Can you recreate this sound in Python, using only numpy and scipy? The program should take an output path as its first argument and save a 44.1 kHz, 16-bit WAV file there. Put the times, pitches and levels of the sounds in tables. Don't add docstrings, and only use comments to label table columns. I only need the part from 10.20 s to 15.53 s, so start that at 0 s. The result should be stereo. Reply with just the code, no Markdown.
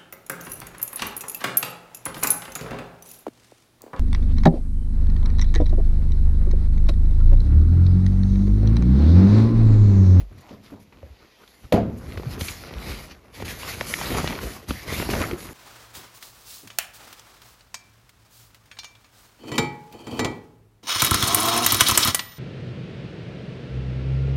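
import sys
import numpy as np
from scipy import signal
from scipy.fft import rfft, irfft
from scipy.io import wavfile
from scipy.ndimage import map_coordinates

SR = 44100
rng = np.random.default_rng(int(sys.argv[2]) if len(sys.argv) > 2 else 0)


def to_wav(s):
    ch = np.atleast_2d(s).T
    pcm = np.round(np.clip(ch, -1, 1) * 32767)
    wavfile.write(sys.argv[1], SR, pcm.astype(np.int16))


N = 235213
T = np.arange(N) / SR
FREQS = np.fft.rfftfreq(2 ** 18, 1 / SR)
PATHS = 3


def cloth():
    # time of full speed, rise, hold and fall in seconds,
    # then hiss and fine weave treble in dB.
    slides = [(0.0, .02, 0.0036, 0.042, -55.5, -57.5), (0.18, 0.0063, 0.004, 0.018, -58, -64),
              (0.21, 0.008, 0.004, 0.017, -61, -60), (0.19, 0.052, 0.042, .07, -59, -77),
              (0.30, 0.039, 0.041, 0.038, -58.5, -79), (0.44, 0.024, 0.021, 0.089, -57, -65.5),
              (0.463, .005, .003, 0.014, -54, -70), (0.602, 0.0099, 0.03, 0.025, -66, -65),
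              (1.0, 0.25, 0.18, 0.17, -61, -99), (1.27, 0.2, 0.18, 0.14, -61.5, -66),
              (1.78, 0.017, 0.0058, 0.031, -66, -55), (1.90, 0.18, 0.087, 0.2, -54.5, -60.5),
              (2.13, 0.091, 0.0056, 0.045, -44.5, -50), (2.208, 0.025, 0.08, 0.17, -40.5, -39.5),
              (2.40, 0.075, 0.092, 0.17, -51, -78), (2.69, 0.15, 0.0093, 0.18, -39, -46),
              (2.79, 0.096, 0.064, 0.1, -48.5, -53), (2.912, 0.032, .008, 0.027, -46, -77),
              (3.15, 0.026, 0.075, 0.04, -47.5, -53.5), (3.253, 0.011, 0.011, 0.045, -41, -45),
              (3.29, 0.03, 0.022, 0.067, -37, -41.5), (3.42, .14, 0.038, 0.065, -41.5, -46),
              (3.475, 0.056, 0.03, 0.16, -37.5, -41), (3.59, 0.1025, 0.063, 0.074, -44.5, -48.5),
              (3.675, 0.038, .11, 0.09, -41.5, -38.5), (3.85, 0.17, 0.11, 0.4, -35.5, -41),
              (4.09, 0.12, 0.051, 0.11, -49, -58), (4.24, 0.078, 0.097, 0.087, -44, -44.5),
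              (4.489, 0.015, 0.016, 0.15, -39, -43.5), (4.59, 0.045, 0.048, .1, -47.5, -51.5),
              (4.68, 0.022, 0.017, .04, -39, -45.5), (4.73, 0.033, 0.054, 0.26, -36, -38.5),
              (4.92, 0.12, 0.065, 0.24, -39.5, -41.5), (5.205, 0.06, 0.011, 0.21, -47.5, -45)]
    # time it is fullest, rise, hold and fall in seconds,
    # then crumpling and billowing in dB.
    bunches = [(0.0, .02, 0.0052, 0.078, -53.5, -40.5), (0.125, 0.056, 0.039, 0.14, -58.5, -46),
               (0.26, 0.12, 0.09, 0.08, -53, -58), (0.52, 0.15, 0.0067, 0.088, -51.5, -52),
               (0.73, 0.036, 0.19, 0.13, -61, -54), (1.03, 0.05, 0.017, 0.078, -56.5, -54),
               (1.215, 0.038, 0.023, 0.032, -55, -75), (1.45, 0.019, 0.0042, 0.016, -52, -39.5),
               (1.93, 0.49, 0.29, 0.44, -46, -38), (2.43, 0.05, 0.23, 0.39, -46.5, -45.5),
               (2.69, 0.25, 0.027, 0.32, -41, -37), (3.05, 0.1, 0.12, 0.084, -58.5, -68),
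               (3.21, 0.11, 0.059, 0.35, -45.5, -38.5), (3.45, 0.075, 0.3, 0.15, -43.5, -41.5),
               (3.81, 0.37, 0.1, 0.076, -39.5, -39.5), (3.91, 0.088, 0.081, 0.22, -31, -28.5),
               (4.10, 0.077, 0.043, 0.19, -33.5, -42), (4.23, 0.039, 0.041, 0.22, -38.5, -37.5),
               (4.495, 0.021, 0.0056, 0.13, -51, -30.5), (4.70, 0.09, 0.2, 0.12, -37, -33),
               (4.94, 0.18, 0.047, 0.15, -31, -28), (5.015, 0.049, 0.0084, 0.089, -28, -31.5),
               (5.12, 0.12, 0.011, 0.14, -37, -33.5), (5.27, 0.11, 0.011, 0.15, -41.5, -41.5)]
    # frequency in Hz, level in dB.
    hiss_tone = [(200, -10), (700, 1), (1500, 5.5), (2300, 3.5), (3400, 1.5), (4600, 2.5), (6000, -7),
                 (8000, -25), (15000, -18)]
    weave_tone = [(2000, -7.5), (5000, -0.5), (7500, 2.5), (10500, 3.5), (13000, -1), (15500, -2)]
    crumple_tone = [(60, -28.5), (200, 4), (380, 4.5), (600, 1), (830, -4), (1100, 0.5), (1450, 0),
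                    (2100, -10.5), (3200, -21), (6000, -20.5), (15000, -23.5)]
    billow_tone = [(20, -32), (35, -6), (55, 2), (85, 1), (140, -3), (240, -7.5), (400, -14), (800, -24),
                   (3000, -64)]
    hiss_db, weave_db = move_levels(slides, fades_db=[19.5, 20])
    crumple_db, billow_db = move_levels(bunches, fades_db=[20, 22.5])
    jerk = walk(55) + 0.24 * walk(210)
    hiss = shifting_folds(colour(grains(6000, 0.84), hiss_tone), depth_db=1.5, rate=9)
    hiss *= amp(hiss_db + 2.5 + jerk)
    weave = shifting_folds(colour(grains(16000, 3.2), weave_tone), depth_db=-0.66, rate=11)
    weave *= amp(weave_db + 5 + 1.3 * jerk)
    crumple = shifting_folds(colour(grains(1300, 1.9), crumple_tone), depth_db=2.5, rate=30)
    crumple *= amp(crumple_db + 1 + 1.5 * jerk)
    crinkles = creases() * amp(crumple_db - 7)
    grit = unit(band(grains(220, 2.2), 1100, 5500)) * amp(hiss_db - 9.5)
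    billow = unit(colour(grains(900, 1.3), billow_tone)) * amp(billow_db + 0.5 + jerk)
    rustle = hiss + weave + crumple
    rustle = rustle.std() * shifting_folds(rustle, depth_db=2.2, rate=16, per_octave=14)
    return ports(rustle + crinkles + grit + billow, scatter=0.74)


def move_levels(moves, fades_db, braking=1.18):
    power = np.full((2, N), 1e-12)
    for s, rise, hold, fall, *db in moves:
        away = np.maximum(s - T, 0) / rise + np.maximum(T - s - hold, 0) / fall
        near = away < 3
        lost_db = np.outer(fades_db, away[near] ** braking)
        power[:, near] += amp(np.array(db)[:, None] - lost_db) ** 2
    return 10 * np.log10(power)


def grains(rate, spread_db):
    chance, size = rng.random(N), np.minimum(rng.exponential(size=N), 4)
    return (chance < rate / SR) * rng.choice([-1, 1], (PATHS, N)) * amp(spread_db * size)


def shifting_folds(x, depth_db, rate, per_octave=2.518):
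    hz, s, spectra = signal.stft(x, SR, nperseg=512)
    place = np.meshgrid(np.log2(1 + hz / 100) * per_octave, s * rate, indexing="ij")
    drift = map_coordinates(rng.standard_normal(size=(128, 512)), place, order=3, mode="wrap")
    return unit(signal.istft(spectra * amp(depth_db * drift), SR)[1][:, :N])


def creases(centre_hz=2100, octaves=0.6, range_db=13, count=900):
    out = np.zeros((PATHS, N))
    for when, pitch, size in zip(rng.random(count), rng.standard_normal(count), rng.random(count)):
        hz = min(centre_hz * 2 ** (octaves * pitch), SR / 4)
        add(out, when * N / SR, amp(range_db * size ** 2) * pop(hz, cycles=1.2, sag=0.16))
    return unit(out)


def rasps(roughness_hz=230, wobble=0.025):
    # start and length in seconds, first and last pitch in Hz,
    # level in dB.
    zips = [(0.191, .17, 820, 957, -52), (0.472, 0.151, 950, 856, -53.5), (2.201, 0.12, 2500, 2300, -49),
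            (2.591, .2, 2210, 2500, -47), (3.402, 0.052, 2090, 2990, -42), (3.462, 0.1, 1550, 2840, -39),
            (3.479, .045, 4100, 4760, -39), (3.848, 0.032, 3400, 4480, -36.5),
            (4.511, .15, 1744, 2200, -45.5), (4.659, .13, 1820, 2415, -37.5),
            (4.736, .12, 2570, 2820, -38.5), (5.017, .045, 2310, 1796, -36)]
    out, t = np.zeros((PATHS, N)), T[:SR // 4]
    unsteady = 1 + wobble * walk(60)
    for s, length, start_hz, end_hz, db in zips:
        along = np.minimum(t / length, 1)
        pitch = (start_hz + (end_hz - start_hz) * along) * unsteady[int(s * SR):][:len(t)]
        tone = np.sin(2 * np.pi * np.cumsum(pitch) / SR)
        roughness = unit(band(rng.standard_normal((PATHS, len(t))), 6.7, roughness_hz))
        add(out, s, amp(db) * np.sin(np.pi * along) * unit(roughness * tone))
    return ports(out, scatter=0.61)


def snaps(pop_db=-2.5, rasp_db=-6, crackle_db=9):
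    # start in seconds, level in dB, starting pitch in Hz, pitch sag as a
    # share per cycle, fibre crackle in dB, decay in seconds, thud in dB.
    folds = [(0.291, -42, 1010, 0.046, -51, 0.0074, -55), (0.725, -35.5, 970, .017, -65, 0.014, -52),
             (0.828, -41, 1120, .2, -72, 0.0019, -46), (1.277, -37.5, 3640, .009, -57, .0028, -53),
             (1.922, -25.5, 2480, 0.054, -55, 0.0034, -38), (1.974, -26.5, 2270, 0.11, -42, 0.0066, -26.5),
             (1.998, -30, 895, .36, -55, 0.0022, -25), (2.033, -30, 1100, 0.21, -61, 0.0026, -32),
             (2.040, -39, 700, 0.33, -62, 0.0023, -34), (2.056, -33, 1200, 0.078, -61, 0.002, -35),
             (2.179, -31, 695, 0.35, -58, 0.0059, -34), (2.210, -22, 2580, 0.1, -29, 0.0044, -27),
             (2.283, -17.5, 2410, 0.0052, -31.5, 0.0081, -42), (2.437, -30, 1510, 0.019, -60, .004, -35),
             (2.510, -34, 1310, 0.2, -51, 0.0022, -32), (2.538, -33, 1510, 0.23, -39.5, 0.0023, -34),
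             (3.200, -29, 1150, .15, -51, 0.0039, -32), (3.223, -20.5, 1530, 0.34, -46, 0.0041, -22.5),
             (3.268, -35, 2240, 0.016, -40, .0041, -44), (3.281, -24, 2480, .007, -35, 0.0016, -36),
             (3.4318, -16.5, 1100, .01, -47, 0.0026, -40), (3.449, -27, 1300, .04, -46, 0.0021, -42),
             (3.477, -28, 1200, .013, -44, .004, -40), (3.6099, -14, 2500, .22, -49, 0.004, -20.5),
             (3.739, -14, 2210, 0.04, -22.5, 0.0016, -32), (3.787, -25, 1000, .01, -48, .003, -28),
             (3.813, -20, 1040, 0.095, -31.5, 0.0033, -29), (3.916, -25, 1800, 0.35, -42, .002, -17.5),
             (3.947, -17, 1280, 0.13, -45, 0.0026, -20), (3.955, -20, 1400, .05, -44, 0.0024, -24),
             (3.972, -16, 1110, 0.1, -46, 0.0035, -15), (3.993, -24, 1720, 0.072, -37, .0018, -26),
             (4.001, -23, 1600, 0.13, -33, .002, -25), (4.043, -21, 1200, 0.32, -44, 0.0023, -18.5),
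             (4.075, -16, 1500, 0.3, -23.5, 0.0024, -26), (4.107, -18, 2310, 0.57, -50, 0.0026, -26),
             (4.126, -29, 1270, 0.017, -54, 0.0034, -36), (4.153, -27, 2390, .01, -38, .0015, -36),
             (4.189, -23.5, 1495, .005, -49, 0.0034, -44), (4.5075, -12.5, 2210, 0.34, -48, 0.0041, -15),
             (4.725, -36, 1890, 0.37, -33, 0.0036, -22), (4.799, -16, 1520, 0.15, -45, .003, -21),
             (4.825, -22, 2265, .052, -47, 0.0022, -20), (4.8898, -24, 1112, 0.16, -52, 0.008, -15.5),
             (4.901, -20, 1300, 0.045, -31.5, 0.0033, -27), (4.920, -17, 1600, 0.22, -42, .002, -25),
             (4.936, -17.5, 2100, 0.12, -40, 0.004, -19.5), (4.941, -22, 2470, 0.034, -45, 0.0041, -29),
             (4.951, -20, 1300, 0.23, -43, .002, -19), (4.966, -24, 1900, 0.1, -45, 0.0022, -31),
             (4.974, -33, 990, 0.42, -46, 0.0018, -24), (5.0042, -21, 1250, 0.025, -56, .0043, -31),
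             (5.01, -25, 1500, 0.16, -46, 0.0022, -22), (5.016, -14, 1860, 0.089, -51, 0.0027, -16),
             (5.0234, -13, 2000, 0.17, -46, .0018, -18.5), (5.039, -16.5, 1520, 0.064, -50, 0.0024, -23),
             (5.112, -14, 1730, 0.11, -46, 0.0029, -21)]
    out = np.zeros((PATHS, N))
    for s, db, hz, sag, fibre_db, decay, thud_db in folds:
        chirp = amp(db + pop_db) * pop(hz, min(hz * decay, 10), sag)
        rasp = amp(db + rasp_db) * burst(hz * 0.48, hz + 1500, decay)
        thud = amp(thud_db) * burst(143, 520, decay=0.0036)
        crackle = amp(fibre_db + crackle_db) * burst(1830, 4420, decay * 1.17)
        add(out, s, chirp + rasp + thud + crackle)
    return ports(out, scatter=0.99, pan_db=0.5)


def pop(hz, cycles, sag=0.):
    age = T[:SR // 25] * hz
    turns = np.cumsum(hz / (1 + sag * age)) / SR
    phase = rng.uniform(0, 2 * np.pi, (PATHS, 1))
    phase[0] = 0
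    swing = np.sin(2 * np.pi * turns + phase) * np.exp(-age / cycles) * (1 - np.exp(-2 * np.pi * age))
    return swing / abs(swing[0]).max()


def burst(lo_hz, hi_hz, decay):
    t = T[:SR // 25]
    noise = band(rng.standard_normal((PATHS, len(t))) * np.exp(-t / decay), lo_hz, hi_hz)
    return noise / abs(noise).max(axis=1, keepdims=True)


def flaps(sag=0.089):
    # start in seconds, level in dB, pitch at the peak in Hz, swings until the peak.
    sheet_flaps = [(0.0, -25, 48.6, 0.9), (0.04, -34, 46.3, 1.36), (0.114, -41, 99, 4),
                   (0.828, -33.5, 77.6, 0.86), (0.898, -38.5, 70.7, 1.15), (1.446, -45, 111, 1.8),
                   (1.876, -32, 124, 1.1), (1.962, -24, 86.3, 1.37), (2.062, -19.5, 129, 1.3),
                   (2.205, -24, 85.4, 1.4), (2.214, -24.5, 221, 0.9), (2.555, -25, 64, 1.07),
                   (2.693, -26.5, 60.3, 1.6), (3.226, -28.5, 85, 0.73), (4.037, -22.5, 146, 0.75),
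                   (4.239, -28, 61, 1.4), (4.494, -25.5, 70, 1.06)]
    out, t = np.zeros((PATHS, N)), T[:SR // 4]
    for s, db, hz, swell in sheet_flaps:
        age = t * hz / swell
        turns = np.cumsum(hz * (1 + sag * (1 - np.minimum(age, 3)))) / SR
        envelope = (age * np.exp(1 - age)) ** 2
        add(out[0], s, amp(db) * envelope * np.sin(2 * np.pi * turns))
    return ports(out, scatter=0.94)


def knocks():
    # start in seconds, strength in dB, contact time in seconds, pitch of the struck spot
    # in Hz, its flexing in dB relative to the blow, its decay in cycles.
    blows = [(0.309, -23.5, 0.0039, 238, -13, 5.4), (0.520, -25, 0.0036, 282, -10, 6),
             (0.83, -40, 0.0011, 552, 7, 5.6), (1.5236, 1.5, 0.00042, 572, -4.5, 3.7),
             (1.5405, -9, 0.00048, 183, -0.5, 0.28), (1.561, -13, 0.0023, 660, -1, 2.5),
             (1.578, -14, 0.0041, 690, 0, 7.9), (5.131, -28, 0.003, 351, 9, 3.8)]
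    # frequency in Hz, left port's lead in radians.
    body_phase = [(0, 0), (1550, 3.5), (2070, -0.5), (2840, 1.7), (4650, -0.0), (5430, 2.7), (5770, 5.5),
                  (6550, 4.9), (7750, 3.5), (9470, 2.4), (11000, 0.3), (13000, -0.3), (13500, -1.7),
                  (15200, -3.3)]
    out, response = np.zeros((PATHS, N)), hollow_body()
    for s, db, contact, hz, flex_db, cycles in blows:
        softness = np.exp(-2 * np.pi / (contact * SR))
        add(out, s, amp(db) * signal.lfilter([1 - softness], [1, -softness], response))
        add(out, s, amp(db + flex_db) * pop(hz, cycles))
    return ports(out, scatter=1, phase=body_phase)


def hollow_body(modes_db=-16, clatter_db=-21, crack_db=-4, crack_s=0.0041, spread_s=0.005):
    # frequency in Hz, level in dB, seconds to fall 60 dB.
    body_modes = [(74.7, -12.2, 1.16), (94.9, -14.2, 0.94), (109.7, -10.3, 0.82), (146.0, -12.7, 0.64),
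                  (179.0, -7, 0.48), (194.5, -3.5, 0.45), (212.6, 0.0, 0.47), (238.9, -5.5, 0.46),
                  (276.6, -3.6, 0.44), (312.2, -4, 0.43), (338.5, -12.8, 0.42), (350.6, -12.9, 0.42),
                  (391.0, -11.7, 0.41), (407.1, -5.5, 0.4), (437.4, -9.2, 0.39), (479.8, -7.9, 0.39),
                  (500.6, -5.9, 0.38), (562.6, -2.0, 0.37), (604.9, -7.5, 0.36), (625.1, -5.7, 0.36),
                  (647.3, -11.2, 0.36), (662.8, -2.9, 0.36), (732.1, -9.7, 0.35), (802.8, -14, 0.34)]
    clatter_bands = [(44.6, -19, 0.95), (110, -14.5, 0.93), (210, -6, 0.77), (400, -11.5, 0.79),
                     (684, -4, 0.41), (1200, -10.5, 0.38), (2340, -14, 0.33), (3740, -13.5, 0.29),
                     (6470, -16.5, 0.26), (12000, -12.5, 0.19)]
    # frequency in Hz, level in dB.
    crack_tone = [(100, -27), (350, -5.5), (570, 11.5), (900, -11.5), (1400, -19), (2100, -14), (4000, -17),
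                  (6000, -20.5), (11000, -14), (16000, -26)]
    t, attack = T[:SR], slice(SR // 20)
    phases = rng.uniform(0, 2 * np.pi, (len(body_modes), PATHS, 1))
    phases[:, 0] = 0
    modes, clatter = np.zeros((2, PATHS, SR))
    for k, (hz, db, t60) in enumerate(body_modes):
        modes += (-1) ** k * amp(db - 60 * t / t60) * np.sin(2 * np.pi * hz * t + phases[k])
    for hz, db, t60 in clatter_bands:
        noise = band(rng.standard_normal((PATHS, SR)), hz / 1.43, hz * 1.34, order=3)
        clatter += amp(db - 60 * t / t60) * unit(noise)
    impact = rng.standard_normal((PATHS, SR)) * np.sqrt(t) * np.exp(-t / crack_s)
    crack = colour(impact, crack_tone)[:, :SR]
    ring = amp(modes_db) * modes / modes[:, attack].std()
    ring += amp(clatter_db) * clatter / clatter[:, attack].std()
    response = ring * (1 - np.exp(-t / spread_s)) + amp(crack_db) * crack / abs(crack).max()
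    add(response, 0, amp(-17) * pop(4500, cycles=18, sag=0.075))
    return response


def outdoors(level_db=-58.5):
    # frequency in Hz, level in dB.
    air_tone = [(20, -21), (55, -1.5), (120, -12), (250, -9.5), (600, -8.5), (1500, -17), (4000, -19),
                (8000, -28), (15000, -31)]
    air = unit(colour(rng.standard_normal((PATHS, N)), air_tone))
    return ports(air * amp(level_db + walk(3.83)), scatter=0.98)


def ports(x, scatter, pan_db=0., phase=None):
    # frequency in Hz, left port's lead in radians.
    port_phase = [(0, 0), (1120, 1.7), (1550, 2.8), (2070, -0.3), (2930, 1.0), (4820, 0.3), (5510, -0.9),
                  (6980, -1.5), (7670, -2.9), (8870, -3.4), (11100, -6.0), (13000, -6.7), (14600, -9.0),
                  (15200, -9.5)]
    # frequency in Hz, scattered share of the power from 0 to 1.
    scattered_share = [(60, 0.078), (300, 0.12), (650, 0.17), (1200, 0.93), (2300, 0.18), (3400, 1),
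                       (5400, 0.78), (7200, 0.015), (8300, 0.0014), (9700, 0.067), (11800, 0.031),
                       (14000, 0.03)]
    # frequency in Hz, left minus right in dB.
    port_balance = [(60, 1.6), (200, 1.5), (600, 4), (1200, 0.5), (2300, 1.5), (4400, 1.5), (7500, 7),
                    (15000, -1.5)]
    share = np.clip(across(scattered_share) * scatter, 0, 1)
    sides = np.array([[1], [-1]])
    balance = amp(sides * (across(port_balance) + pan_db) / 2)
    lead = np.interp(FREQS, *np.transpose(port_phase if phase is None else phase))
    direct = filtered(x[0], balance * np.sqrt(1 - share) * np.exp(.5j * sides * lead))
    return direct + filtered(x[1:], balance * np.sqrt(share))


def amp(db):
    return 10 ** (np.asarray(db) / 20)


def across(points):
    hz, value = np.transpose(points)
    return np.interp(np.log(FREQS + 1), np.log(hz), value)


def filtered(x, response):
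    return irfft(rfft(x, 2 * len(FREQS) - 2) * response)[..., :N]


def colour(x, points):
    cepstrum = irfft(np.log(amp(across(points))))
    cepstrum[1:len(FREQS) - 1] *= 2
    cepstrum[len(FREQS):] = 0
    return filtered(x, np.exp(rfft(cepstrum)))


def band(x, lo_hz, hi_hz, order=2):
    edges = [lo_hz, min(hi_hz, SR / 2 - 1)]
    return signal.sosfilt(signal.butter(order, edges, "band", fs=SR, output="sos"), x)


def unit(x):
    return x / np.sqrt(np.mean(x ** 2))


def add(track, s, sound):
    start = max(int(s * SR), 0)
    track[..., start:start + sound.shape[-1]] += sound[..., :N - start]


def walk(rate):
    return unit(np.interp(T * rate, np.arange(N), rng.standard_normal(N)))


def scene():
    return cloth() + rasps() + snaps() + flaps() + knocks() + outdoors()


def record(dry, low_hz=27, top_hz=15300, drive=0.8):
    lean = signal.sosfilt(signal.butter(2, low_hz, "high", fs=SR, output="sos"), dry)
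    rounded = np.tanh(drive * lean) / drive
    return signal.sosfilt(signal.ellip(10, .2, 70, top_hz, fs=SR, output="sos"), rounded)


dry = scene()
out = record(dry)
to_wav(out)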